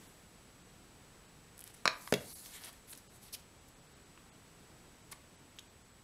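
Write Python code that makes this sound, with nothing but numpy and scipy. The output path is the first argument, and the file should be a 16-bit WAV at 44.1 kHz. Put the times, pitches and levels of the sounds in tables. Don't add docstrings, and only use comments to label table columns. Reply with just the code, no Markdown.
import sys
import numpy as np
from scipy import signal
from scipy.fft import rfft, irfft
from scipy.io import wavfile
from scipy.ndimage import uniform_filter1d

SR = 44100
rng = np.random.default_rng(int(sys.argv[2]) if len(sys.argv) > 2 else 0)


def gain_from_db(level_db):
    decades = np.asarray(level_db, float) / 20
    return 10 ** decades


def dump_mix(stems):
    frames = np.atleast_2d(stems).T
    limited = np.clip(frames, -1, 1)
    pcm = np.round(limited * 32767).astype(np.int16)
    wavfile.write(sys.argv[1], SR, pcm)


N = 266099

# pitch_hz, level_db (per Hz)
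AIR_COLOUR = [(12, -69), (20, 0), (70, 1.5), (107, 1), (150, 1.5), (328, -4), (485, -6), (542, -8),
              (1220, -11), (6360, -19), (7950, -20), (8650, -19.5), (12800, -26.5), (16000, -31.5)]
AIR_DB = -59.5
# time_s, level_db
AIR_SWELL = [(0, 2), (.15, -0.5), (1, 0), (1.5, -0.5), (3.5, -1), (4.8, 0), (6.03, -2)]
# pitch_hz, level_db (rms)
LAMP_WHINE = [(59.2, -102), (7730, -84), (7790, -81.5), (7854, -73.5), (7881, -85.5), (13308, -108)]
# pitch_hz, t60_s (time to fall by 60 dB)
ROOM_DECAY = [(100, 0.54), (400, 0.28), (800, 0.46), (1500, 0.36), (2500, 0.39), (4000, 0.25), (7000, 0.27),
              (12000, 0.14)]
ROOM_DB = -10.5

# pitch_hz, level_db (per Hz)
PAPER_HISS = [(2350, -46), (4000, -2.5), (4680, -3), (5040, -3.5), (7620, -1.5), (9380, -3), (13400, -3),
              (16000, -16)]
# pitch_hz, level_db (per Hz)
PAPER_DRAG = [(350, -6), (700, 1.5), (1300, 0), (2100, 4.5), (2700, -1), (3300, 3), (4500, -1), (6000, -3),
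              (9000, -32)]
# peak_s, swell_s, fade_s, hiss_db, drag_db
PUSHES = [(.02, .1, 0.45, -66, -74), (1.673, .03, 0.04, -58, -62), (1.703, 0.027, .025, -61, -62),
          (1.765, .008, .07, -65, -68), (1.81, 0.073, .012, -78, -68), (1.985, .03, 0.18, -68, -90),
          (2.012, .004, 0.07, -53, -80), (2.11, 0.27, 0.0087, -54, -88), (2.152, .008, .06, -57, -80),
          (2.21, .04, 0.35, -57.5, -65), (2.334, 0.28, 0.4, -52, -79), (2.461, 0.069, 0.048, -52, -65),
          (2.558, 0.19, .12, -55.5, -59), (2.62, 0.065, .008, -60, -56.5),
          (2.692, 0.0094, 0.021, -57, -53.5), (2.73, .008, 0.1, -64, -63.5), (2.942, .008, 0.17, -66, -73),
          (2.977, .008, 0.04, -56.5, -78), (3.165, 0.1, .03, -62.5, -77), (3.23, .025, 0.093, -58, -66),
          (3.286, 0.087, 0.024, -65, -61), (3.361, .005, .01, -71, -80), (3.4, 0.058, .025, -64, -76),
          (3.688, .02, .018, -61, -90)]
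# start_s, length_s, edge_hz, edge_db, drag_db
SCUFFS = [(1.733, 0.025, 9400, -58, -65), (2.52, .085, 1990, -60.5, -80), (2.514, .09, 3260, -59.5, -80),
          (2.52, 0.066, 7700, -56, -77), (2.616, 0.034, 10500, -60, -62),
          (2.634, 0.033, 9670, -50.5, -53.5), (2.653, 0.046, 10500, -56, -56.5),
          (2.869, 0.036, 10700, -59.5, -67), (2.893, 0.041, 10600, -51.5, -82),
          (2.926, 0.013, 9100, -50.5, -54), (3.321, 0.04, 10900, -46, -79),
          (3.323, 0.036, 5050, -46.5, -85), (3.331, 0.027, 2860, -51, -73),
          (5.112, 0.017, 9200, -47.5, -59), (5.119, 0.015, 5000, -54.5, -64),
          (5.122, 0.013, 2060, -54.5, -54), (5.125, 0.0097, 1030, -55, -72),
          (5.113, 0.018, 12800, -56, -60), (5.5878, 0.0076, 3470, -49.5, -75),
          (5.591, 0.0047, 6540, -51, -70), (5.592, 0.0037, 10200, -57, -67)]
# start_s, peak_db, pitch_hz
GLUE_TICKS = [(1.5738, -46, 10500), (1.5797, -32, 10700), (1.5925, -27, 9900), (1.606, -29, 10700),
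              (1.6113, -28, 11100), (1.62, -46, 13100), (1.6402, -28, 10900), (1.6412, -27.5, 10900),
              (1.667, -42, 14500), (1.677, -29, 9500), (2.1236, -16.5, 7100), (2.6377, -26, 5000),
              (2.6455, -36, 11200), (2.655, -48, 4000), (2.67, -41, 4500), (2.677, -37, 3500),
              (2.688, -37, 4000), (2.7297, -37, 12000), (2.897, -32, 11500), (2.952, -33, 6000),
              (2.9617, -40, 14000), (2.9759, -31, 10100), (3.3946, -44, 3000), (5.5672, -46, 13000)]
# start_s, peak_db, pitch_hz, t60_s
NAIL_TAPS = [(1.623, -41, 3130, .0023), (1.6757, -43, 3500, 0.0016), (2.461, -36.5, 3460, 0.0027),
             (2.928, -43, 4100, 0.012), (4.1769, -46, 1230, 0.011), (4.176, -42.5, 2570, .004),
             (5.5874, -32.5, 3230, 0.0045), (5.5885, -39, 6460, .0024)]

# pitch_hz, peak_db, t60_s
SHELL = [(262, -29.5, 0.023), (650, -21.5, 0.016), (1000, -37, 0.14), (1180, -12, 0.0093),
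         (1230, -40, 0.035), (1400, -26, 0.027), (1530, -23, 0.0073), (1760, -43, 0.037),
         (2170, -18, 0.0082), (4100, -27, 0.017), (4540, -29, 0.014), (5430, -23, 0.011),
         (7170, -34, 0.013), (8800, -32, 0.005)]
# pitch_hz, peak_db, t60_s
CAP = [(626, -19.5, 0.01), (970, -46, 0.048), (1270, -17, 0.011), (1630, -8, 0.0067), (2290, -21, 0.007),
       (2396, -12.5, 0.0087), (2800, -16, 0.0046), (3440, -24, 0.0044), (3970, -15, 0.0096),
       (4180, -12.5, 0.0073), (4860, -34, 0.0051), (5200, -21, 0.0091), (5420, -20, 0.011),
       (6530, -22, 0.0067)]
# pitch_hz, peak_db, t60_s
NUDGE = [(1040, -45, 0.016), (1160, -35, 0.013), (1630, -38.5, 0.015), (2030, -39, 0.015),
         (3250, -41.5, 0.01), (4420, -43, 0.007), (5000, -36, 0.0046)]
# pitch_hz, peak_db, t60_s
TABLE = [(92.3, -47, 0.53), (141, -29.5, 0.24), (191, -27, 0.14), (256, -16.5, 0.046), (329, -25.5, 0.17),
         (380, -38, 0.048), (427, -20.5, 0.058), (468, -19.5, 0.06), (515, -24, 0.035), (565, -27.5, 0.16),
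         (594, -31, 0.068), (1490, -6, 0.0045), (2820, -30, 0.018)]
# pitch_hz, peak_db, t60_s
RIM = [(385, -24.5, 0.016), (1540, -28.5, 0.009), (2230, -19, 0.0066), (2710, -27, 0.011),
       (3370, -26.5, 0.012), (3680, -31, 0.011), (5000, -23, 0.005), (9100, -49, 0.0045),
       (11500, -42, .004)]
BODIES = [SHELL, SHELL, CAP, CAP, CAP, NUDGE, TABLE, RIM, RIM]
BLOW_TIMES = [
    1.8554,
    1.8612,
    1.8769,
    1.8828,
    1.894,
    2.075,
    2.1251,
    2.139,
    2.1448,
]
# strength_db, crack_db, build_up_s (time for the contact to form)
BLOWS = [(3, -29, 0.00046), (-4.5, -53, 0.00065), (4.5, -32, 0.0011), (-17, -56, 0.00082),
         (-23, -57, 0.0012), (2.5, -50, 0.00056), (-5.5, -25, 0.00026), (6.5, -23, 0.00065),
         (-28, -48, .0005)]

# pitch_hz, level_db
MICROPHONE = [(20, 0), (15600, 0), (16000, -25), (22000, -60)]
# time_s, lowest_hz, share_lost (0-1)
DROPOUTS = [(.083, 4000, .3), (.632, 3000, .5), (1.272, 3000, .5), (1.957, 3000, .5), (2.343, 200, .55),
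            (3.087, 800, .6), (3.598, 2000, .45), (3.75, 2000, .45), (3.811, 2000, .45), (3.877, 2000, .45),
            (3.944, 900, .55), (4.047, 3000, .55), (4.308, 800, .7), (4.318, 800, .6), (5.027, 2500, .5),
            (5.37, 2000, .55), (5.69, 1500, .5), (5.836, 1500, .5), (5.927, 3000, .5)]


def evened(x):
    return x / np.sqrt(np.mean(x ** 2) + 1e-20)


def read(points, hz):
    f, value = np.transpose(points)
    return np.interp(np.log(hz + 1), np.log(f + 1), value)


def add(mix, s, sound):
    part = mix[round(s * SR):][:len(sound)]
    part += sound[:len(part)]


def coloured(x, points):
    gain = gain_from_db(read(points, np.fft.rfftfreq(len(x), 1 / SR)))
    return evened(irfft(rfft(x) * gain, len(x)))


def air():
    t = np.arange(N) / SR
    swell_db = np.interp(t, *np.transpose(AIR_SWELL))
    out = coloured(rng.standard_normal(N), AIR_COLOUR) * gain_from_db(AIR_DB + swell_db)
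    for hz, db in LAMP_WHINE:
        waver = evened(uniform_filter1d(rng.standard_normal(N), size=4000))
        tone = np.sin(2 * np.pi * hz * t + 0.8 * waver)
        out += np.sqrt(2) * gain_from_db(db + 0.6 * waver) * tone
    return out


def room(x):
    hz, t, z = signal.stft(rng.standard_normal(SR // 2), SR, nperseg=256)
    walls = gain_from_db(-60 * t / read(ROOM_DECAY, hz)[:, None])
    desk = gain_from_db(-4.5 - 60 * t / 0.059)
    tail = signal.istft(z * (walls + desk), SR, nperseg=256)[1]
    tail *= np.clip(np.arange(len(tail)) / SR / 0.0015 - 0.3, 0, 1)
    return signal.fftconvolve(x, tail / np.linalg.norm(tail))[:N]


def resonate(x, hz, width):
    turn = np.exp(2j * np.pi * np.cumsum(hz) / SR)
    r = np.exp(-np.pi * width / SR)
    return 2 * (turn * signal.lfilter([1 - r], [1, -r], x / turn)).real


def patchy(x, depth_db):
    z = signal.stft(x, nperseg=256)[2]
    patches = uniform_filter1d(rng.standard_normal(z.shape), size=8, axis=0)
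    patches = evened(uniform_filter1d(patches, size=14, axis=1))
    return evened(signal.istft(z * gain_from_db(depth_db * patches), nperseg=256)[1][:N])


def stroke():
    t, power = np.arange(N) / SR, np.zeros((2, N))
    for s, swell, fade, hiss_db, drag_db in PUSHES:
        away = np.where(t < s, (s - t) / max(swell, 1e-3), (t - s) / max(fade, 1e-3))
        near = away < 2
        power[:, near] += gain_from_db(np.array([[hiss_db], [drag_db]]) - 20 * away[near]) ** 2
    return np.sqrt(power)


def slides():
    bright_hz, bright_width_hz, patch_db = 10350, 2400, 1.96
    hiss = patchy(coloured(grit(N, 5.4), PAPER_HISS), patch_db)
    drag = patchy(coloured(grit(N, 5.4), PAPER_DRAG), patch_db)
    hiss_gain, drag_gain = stroke()
    bright = evened(resonate(hiss, np.full(N, bright_hz), bright_width_hz))
    hiss = evened(hiss + 0.49 * bright)
    return hiss_gain * hiss + drag_gain * drag


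def grit(count, spread_db):
    catch = uniform_filter1d(rng.exponential(1, count), size=12)
    return evened(rng.standard_normal(count) * gain_from_db(spread_db * (catch - 1)))


def scuffs():
    out = np.zeros(N)
    sag = 0.036
    for s, length, edge_hz, edge_db, drag_db in SCUFFS:
        fibres = grit(4096, 6.0)
        count = int(length * SR)
        hz = edge_hz * np.linspace(1 + sag / 2, 1 - sag / 2, count)
        width = 0.44 * edge_hz
        edge = resonate(resonate(fibres[:count], hz, width), hz, width)
        drag = coloured(fibres, PAPER_DRAG)[:count]
        rub = gain_from_db(edge_db) * evened(edge) + gain_from_db(drag_db) * drag
        add(out, s, rub * signal.windows.tukey(count, 0.7))
    return out


def ticks():
    out, t = np.zeros(N), np.arange(600) / SR
    glue_t60_s, echo_s = 0.00079, 0.00037
    for s, db, hz, t60 in [(*row, glue_t60_s) for row in GLUE_TICKS] + NAIL_TAPS:
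        onset = np.minimum(t * hz + 0.71, 1)
        snap = gain_from_db(db - 60 * t / max(t60, 1e-4)) * np.sin(2 * np.pi * hz * t) * onset
        add(out, s, snap)
        add(out, s + echo_s, 0.067 * snap)
    return signal.sosfilt(signal.butter(2, 900, "high", fs=SR, output="sos"), out)


def ring(modes, rise, lead):
    t = np.arange(SR // 4) / SR
    out = np.zeros(len(t))
    for hz, db, t60 in modes:
        out += gain_from_db(db - 60 * t / t60) * np.sin(2 * np.pi * hz * t + lead)
    return out * (1 - np.exp(-t / max(rise, 2e-5)))


def bottle():
    out, t = np.zeros(N), np.arange(3000) / SR
    lead = 1
    crisp = signal.butter(2, [3000, 12000], "band", fs=SR, output="sos")
    dense = signal.butter(2, [900, 6500], "band", fs=SR, output="sos")
    for s, body, (db, crack_db, rise) in zip(BLOW_TIMES, BODIES, BLOWS):
        noise = rng.standard_normal((2, len(t)))
        crack = signal.sosfilt(crisp, noise[0] * np.exp(-t / (0.00076 + rise)))
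        clatter = signal.sosfilt(dense, noise[1] * gain_from_db(-60 * t / 0.025))
        add(out, s, gain_from_db(db) * ring(body, rise, lead))
        add(out, s, gain_from_db(crack_db) * (crack + gain_from_db(-3.0) * clatter))
    small = signal.butter(2, 75, "high", fs=SR, output="sos")
    return signal.sosfilt(small, out)


def scene():
    near = bottle() + ticks() + slides() + scuffs()
    return (near + gain_from_db(ROOM_DB) * room(near) + air())[None]


def drop_faint(x):
    size = 1536
    out, hz = x.copy(), np.fft.rfftfreq(size, 1 / SR)[:-1]
    for s, low_hz, share in DROPOUTS:
        start = round(s * SR) - size // 2
        z = rfft(x[start:start + size] * np.hanning(size))
        power = abs(z[:-1] / gain_from_db(0.8 * read(AIR_COLOUR, hz))) ** 2
        band = np.repeat(power.reshape(48, 16).mean(1), 16)
        limit = np.quantile(band[(hz > low_hz) & (hz < 16000)], share)
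        lost = (band < limit) & (hz > low_hz)
        out[start:start + size] -= irfft(z * np.append(0.93 * lost, 0))
    return out


def roll_off(x):
    return signal.sosfilt(signal.butter(12, 16510, fs=SR, output="sos"), x)


def record(dry):
    gain = gain_from_db(read(MICROPHONE, np.fft.rfftfreq(N, 1 / SR)))
    heard = irfft(rfft(dry[0]) * gain, N)
    mix = drop_faint(heard)[None]
    return roll_off(mix)


dry = scene()
out = record(dry)
dump_mix(out)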